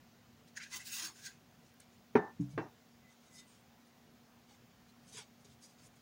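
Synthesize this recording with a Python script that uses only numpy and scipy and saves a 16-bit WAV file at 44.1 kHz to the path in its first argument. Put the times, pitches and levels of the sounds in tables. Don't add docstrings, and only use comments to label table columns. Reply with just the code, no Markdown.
import sys
import numpy as np
from scipy import signal
from scipy.fft import rfft, irfft, next_fast_len
from scipy.io import wavfile
from scipy.ndimage import uniform_filter1d, map_coordinates

SR = 44100
rng = np.random.default_rng(int(sys.argv[2]) if len(sys.argv) > 2 else 0)


def invert_db(level):
    return 10 ** (np.asarray(level, dtype=float) / 20)


def persist_wave(psi):
    counts = np.round(np.clip(psi, -1, 1) * 32767).astype(np.int16)
    wavfile.write(sys.argv[1], SR, np.atleast_2d(counts).T)


N = 265041


def unit(x):
    return x / np.sqrt(np.mean(x ** 2) + 1e-20)


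def along(points, hz):
    f, v = np.transpose(points)
    return np.interp(np.log(hz + 1), np.log(f + 1), v)


def wobble(rate_hz, count=N):
    knots = rng.standard_normal(int(count * rate_hz / SR) + 4)
    return map_coordinates(knots, [np.arange(count) * rate_hz / SR])


def filtered(x, response):
    m = next_fast_len(N + SR // 2)
    return irfft(rfft(x, m) * response(np.fft.rfftfreq(m, 1 / SR)), m)[:N]


def patchy(x, patchy_db, bins, frames):
    z = signal.stft(x, nperseg=512)[2]
    field = uniform_filter1d(rng.standard_normal(z.shape), bins, 0)
    field = uniform_filter1d(field, frames, 1)
    return signal.istft(z * invert_db(patchy_db * unit(field)), nperseg=512)[1][:N]


def dying_noise(colour, t60, count):
    hz, frame_s, z = signal.stft(rng.standard_normal(count), SR, nperseg=256)
    z *= invert_db(along(colour, hz)[:, None] - 60 * frame_s / along(t60, hz)[:, None])
    tail = signal.istft(z, SR, nperseg=256)[1][:count]
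    return tail / np.sqrt(np.mean(tail[:SR // 50] ** 2))


def stroke_swell(t, rise_s, fall_s):
    return invert_db(-20 * np.abs(t / np.where(t < 0, rise_s, fall_s)) ** 1.39)


def friction(strokes, colour, spectrum, peaks, edges_hz, grit_db, ring_db, patchy_db):
    grain_db = grit_db * rng.exponential(size=N) + 1.13 * wobble(60)
    grains = patchy(rng.standard_normal(N) * invert_db(grain_db), patchy_db, 2, 10)

    def ring(f):
        modes = sum(invert_db(db) * 1j * f * w / (c * c - f * f + 1j * f * w) for c, w, db in peaks)
        return 1 + invert_db(ring_db) * modes

    def above(f, edge):
        return 1 / (1 + (edge / (f + 1)) ** 12)

    def body(f, low, high):
        return (above(f, low) - above(f, high)) * invert_db(along(spectrum, f)) * ring(f)

    bands = [unit(filtered(grains, lambda f: body(f, low, high))) for low, high in zip(edges_hz, edges_hz[1:])]
    dull, middle, *bright = bands
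    power = np.zeros((len(bands), N))
    t = np.arange(-SR // 4, SR // 4) / SR
    for s, db, rise_s, fall_s, tilt_db in strokes:
        at = np.arange(len(t)) + round(s * SR) - SR // 4
        inside = (at >= 0) & (at < N)
        swell = invert_db(db) * stroke_swell(t, rise_s, fall_s)[inside]
        parts = invert_db(np.array([0] + [base_db + slope * tilt_db for base_db, slope in colour]))
        power[:, at[inside]] += np.outer(parts, swell) ** 2
    return np.sum(np.sqrt(power) * [middle, dull, *bright], axis=0)


def kitchen():
    # f/Hz, level/dB
    floor = [(15, -35), (40, -19), (60, -10.5), (123, -2), (200, -4), (240, -4), (300, -11.5), (750, -14.5),
             (1600, -18.5), (4000, -23), (6800, -25), (8000, -33), (13500, -33), (14800, -28),
             (16000, -23.5)]
    # f/Hz, level/dB rms
    hum_lines = [(236.9, -69), (473.7, -92), (705.2, -84.5), (748.3, -81.5)]
    hiss = filtered(patchy(rng.standard_normal(N), 1.55, 2, 10), lambda f: invert_db(along(floor, f)))
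    t = np.arange(N) / SR
    hum = sum(invert_db(db + 3 + 0.4 * wobble(27)) * np.sin(2 * np.pi * hz * t + .4 * wobble(4)) for hz, db in hum_lines)
    rumble = filtered(hiss, lambda f: 1 / (1 + (f / 190) ** 8))
    hiss += (invert_db(2.5 * wobble(7) - 1) - 1) * rumble
    return invert_db(-64.5) * unit(hiss) + invert_db(-1.8) * hum


def hands():
    # peak t/s, level/dB, rise/s, fall/s, treble tilt/dB
    rubs = [(1.68, -76, .1, .05, 0), (1.806, -68, .012, 0.055, -3), (1.94, -78, 0.039, 0.059, 3),
            (2.412, -70, .015, .08, 1), (2.514, -72, .04, .07, -1), (3.124, -73, 0.06, .05, 1),
            (3.264, -74.5, 0.12, 0.098, -1.5), (3.365, -64, .07, .04, 7), (3.392, -60, .04, 0.045, 2),
            (3.518, -70, 0.068, 0.12, 2), (3.874, -78, .018, 0.027, 8), (4.496, -72.5, .032, 0.11, -3.5),
            (4.898, -74, .045, .03, 1), (5.1, -68, .08, .05, 5), (5.15, -59, .05, .04, 4),
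            (5.183, -54.5, .05, .065, -4), (5.414, -76, 0.032, 0.035, 9), (5.452, -64.5, 0.011, 0.036, 2),
            (5.52, -73, 0.076, .04, 2), (5.64, -62.5, 0.036, 0.067, 3.5), (5.71, -72.5, .08, .06, 2),
            (5.8, -73, .04, 0.087, -4), (5.864, -66, 0.073, 0.024, 9.5), (5.965, -76, .03, .06, 3)]
    # level at tilt 0/dB, slope/(dB per dB tilt)
    rub_parts = [(-3, -1.22), (-7.5, 0.59)]
    # f/Hz, level/(dB per Hz)
    rub = [(590, -12), (1000, -8.5), (1390, -11), (2290, -5), (2610, -4.5), (2980, -1.5), (4160, 1),
           (4960, 10.5), (9300, 5.5), (14000, -14)]
    # f/Hz, width/Hz, level/dB
    skin = [(2010, 43, -12.5), (2260, 290, -0.5), (3000, 19, 2), (3740, 270, -4.5), (4380, 63, -19),
            (4600, 240, -21), (6500, 300, 3), (9260, 62, 4)]
    return friction(rubs, rub_parts, rub, skin, edges_hz=(900, 4000, 8000, 15000),
                    grit_db=0, ring_db=0, patchy_db=4)


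def pats():
    # t/s, peak level/dB, f/Hz, t60/s
    knocks = [
        (0.569, -63, 1020, 0.08),
        (0.739, -61, 1020, 0.2),
        (1.03, -55, 324, 0.25),
        (4.508, -59.5, 813, 0.13),
        (5.145, -54, 434, 0.11),
        (5.185, -50, 432, 0.077),
        (5.449, -60, 407, 0.16),
    ]
    out, t = np.zeros(N + SR), np.arange(SR // 4) / SR
    for s, db, hz, t60 in knocks:
        attack = 1 - np.exp(-t / 0.0018)
        out[round(s * SR):][:len(t)] += invert_db(db - 60 * t / t60) * attack * np.sin(2 * np.pi * hz * t)
    return out[:N]


def rings_and_squeaks():
    # t/s, level/dB, f/Hz, length/s, width/Hz
    tray_rings = [(0.576, -43.5, 1770, 0.01, 410), (0.56, -63, 1800, 0.0096, 300),
                  (0.633, -54, 2300, 0.035, 750), (0.744, -48, 2020, 0.028, 80),
                  (1.264, -59, 1633, 0.071, 78), (.76, -58.5, 1050, 0.053, 450),
                  (1.02, -56.5, 1120, 0.09, 470), (1.1, -62, 1050, 0.03, 350), (0.99, -74, 2700, .06, 100),
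                  (1.33, -75, 2500, 0.052, 93), (0.761, -63, 333, 0.027, 93),
                  (2.161, -62, 10570, 0.0085, 600), (2.17, -62, 5850, 0.027, 900),
                  (2.52, -74, 11000, .015, 200), (2.628, -70.5, 5800, 0.051, 1200)]
    # t/s, level/dB, f/Hz, length/s, width/Hz
    squeaks = [(1.742, -67, 14000, .004, 3000), (1.8017, -52, 9000, 0.0008, 6000),
               (1.8048, -50, 9000, 0.001, 6000), (1.805, -70, 1600, 0.019, 300),
               (3.08, -67, 2010, 0.062, 40), (3.385, -65, 2010, 0.095, 40), (3.4, -66, 3680, .05, 60),
               (3.365, -70, 8500, .03, 300), (3.365, -71, 10100, .03, 100), (5.181, -56, 4500, .003, 4000),
               (3.38, -66, 5100, 0.045, 120), (3.499, -72, 8640, 0.049, 100), (4.894, -70, 4100, .02, 200),
               (5.189, -58, 940, 0.025, 80), (5.216, -64, 845, 0.022, 80)]
    out = np.zeros(N + SR)
    t, f = np.arange(-SR // 4, SR // 4) / SR, np.fft.rfftfreq(SR // 2, 1 / SR)
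    for s, db, hz, length_s, width_hz in tray_rings + squeaks:
        band = irfft(rfft(rng.standard_normal(len(t))) * np.exp(-2 * ((f - hz) / width_hz) ** 2))
        if width_hz < 130:
            band /= np.abs(signal.hilbert(band)) ** 0.6
        out[round(s * SR) - SR // 4:][:len(t)] += invert_db(db - 2.5) * np.exp(-2 * (t / length_s) ** 2) * unit(band)
    return out[:N]


def thuds():
    # t/s, level/dB, contact/s, room/dB, crack/dB
    blows = [
        (2.152, -15.5, 0.0017, -32.5, -35.5),
        (2.394, -29.5, 0.0054, -70, -82),
        (2.53, -42, .008, -76, -90),
        (2.5764, -32.5, 0.00084, -42, -43.5),
    ]
    gate_shuts = [
        2.325,
        2.55,
        2.68,
        2.695,
    ]
    # f/Hz, level/dB, t60/s
    slam = [(138.4, -13.5, 0.11), (174, -13.5, 0.16), (241, 0.5, 0.085), (347, -7, 0.036),
            (400.7, 5, 0.055), (423.8, -5.5, 0.16), (515, -16, 0.024), (542, -26, 0.21), (667, -25, 0.11),
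            (783, -10, 0.082), (871, -29, 0.38), (939, -9.5, 0.075), (1096, -17, 0.081), (1382, -14, 0.077),
            (1555, -17.5, 0.077), (1778, -27, 0.5), (2185, -25, 0.083), (2460, -20, 0.054),
            (2620, -47, 0.305), (3150, -31, 0.049), (3650, -46, 0.27)]
    bump = [(70, -17, 0.32), (130.5, -2.5, 0.39), (170.6, 10.5, 0.098), (193, -9.5, 0.33), (290, 2.5, 0.2),
            (439, -16, 0.072)]
    shake = [(144.5, 8.5, 0.32), (115, -3, 0.52)]
    tap = [(114, -6, 0.29), (169.3, -5, 0.19), (303, -1, 0.19), (349, 5.5, 0.079), (442, 2, 0.088),
           (495, -11, 0.073), (672, -7.5, 0.15), (870, -19, 0.3), (940, -8, 0.17), (1220, -5.5, 0.061),
           (1592, -8, 0.11), (1846, -19, 0.24), (2280, -18.5, .1), (2700, -20, 0.2), (3070, -29, 0.15),
           (3460, -29, 0.16), (4020, -36, 0.18)]
    # f/Hz, level/(dB per Hz)
    room_colour = [(53, -58), (90, -29), (227, -2), (327, -12), (389, 15.5), (583, -33), (764, -4.5),
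                   (1260, -22.5), (1820, -17.5), (2380, -44), (9000, -53), (11700, -87), (19800, -120)]
    # f/Hz, t60/s
    room_t60 = [(200, 0.25), (1000, 0.46), (4000, 0.17), (10000, .1)]
    # f/Hz, level/(dB per Hz)
    crack_colour = [(300, -32), (1000, 9.5), (2400, -1), (3200, -14.5), (5000, -19), (8000, -40.5),
                    (12000, -42), (16000, -46.5)]
    out, t = np.zeros(N + SR), np.arange(SR // 2) / SR
    rattle_db = 2.5 * (1 - np.exp(-t / .05))
    for (s, db, contact_s, room_db, crack_db), shut_s, modes in zip(blows, gate_shuts, (slam, bump, shake, tap)):
        ring = np.zeros(len(t))
        for hz, level_db, t60 in modes:
            fade = invert_db(level_db - 60 * t / t60 + rattle_db * wobble(40, count=len(t)))
            ring += fade * np.sin(2 * np.pi * hz * t)
        room = invert_db(room_db) * dying_noise(room_colour, room_t60, count=len(t))
        crack = invert_db(crack_db) * dying_noise(crack_colour, [(1000, 0.12)], count=len(t))
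        gate = 1 / (1 + np.exp((t + s - shut_s) / .01))
        attack = (1 - np.exp(-t / contact_s)) ** 2
        out[round(s * SR):][:len(t)] += gate * attack * (invert_db(db) * ring + room + crack)
    return filtered(out[:N], lambda f: 1 / (1 - 1j * 70 / (f + 1)) ** 2)


def tray():
    # peak t/s, level/dB, rise/s, fall/s, treble tilt/dB
    slides = [(.482, -66, .014, 0.022, 0), (.571, -50, 0.015, 0.028, -3.5), (.61, -60, .025, .02, -20),
              (.635, -53.5, .045, 0.055, -7), (.742, -45.5, .04, .035, 0.5), (.768, -46, .03, .03, 6),
              (.816, -54.5, 0.062, 0.039, -1), (.87, -50.5, 0.031, .04, 9.5), (.94, -45, 0.094, 0.097, 6.5),
              (.992, -45, .07, .055, 3), (1.028, -44, .03, .04, 2), (1.052, -43.5, .03, .06, 2.5),
              (1.16, -65.5, 0.05, .1, 3), (1.225, -59.5, 0.11, 0.067, 2), (1.265, -49, 0.037, 0.038, 1),
              (1.31, -65.5, 0.038, 0.08, -4)]
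    # level at tilt 0/dB, slope/(dB per dB tilt)
    scrape_parts = [(-5.5, -0.79), (-10, 0.57), (-14, 1.5)]
    # f/Hz, level/(dB per Hz)
    scrape = [(410, -60), (700, -21), (1380, -3), (1720, -8.5), (1990, -9.5), (2290, -8.5), (4010, -3),
              (5780, -4), (6500, -3.5), (8010, -11), (9740, -13.5), (12800, -22.5), (15800, -7)]
    # f/Hz, width/Hz, level/dB
    sheet = [(1600, 120, 4.5), (1990, 170, 1.5), (2670, 220, -1), (4650, 500, -8), (5420, 144, -13),
             (6560, 710, 0), (8500, 350, -10), (9530, 400, -11), (10500, 300, -9), (15400, 2700, 0.5)]
    return friction(slides, scrape_parts, scrape, sheet, edges_hz=(1450, 2400, 8000, 12000, 17000),
                    grit_db=0.3, ring_db=0.5, patchy_db=3.6)


def scene():
    return (kitchen() + hands() + pats() + rings_and_squeaks() + thuds() + tray())[None]


def band_limit(x):
    return signal.sosfilt(signal.butter(12, 15920, fs=SR, output="sos"), x)


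def record(dry):
    mix = filtered(dry[0], lambda f: f < 15850)[None]
    return band_limit(mix)


dry = scene()
out = record(dry)
persist_wave(out)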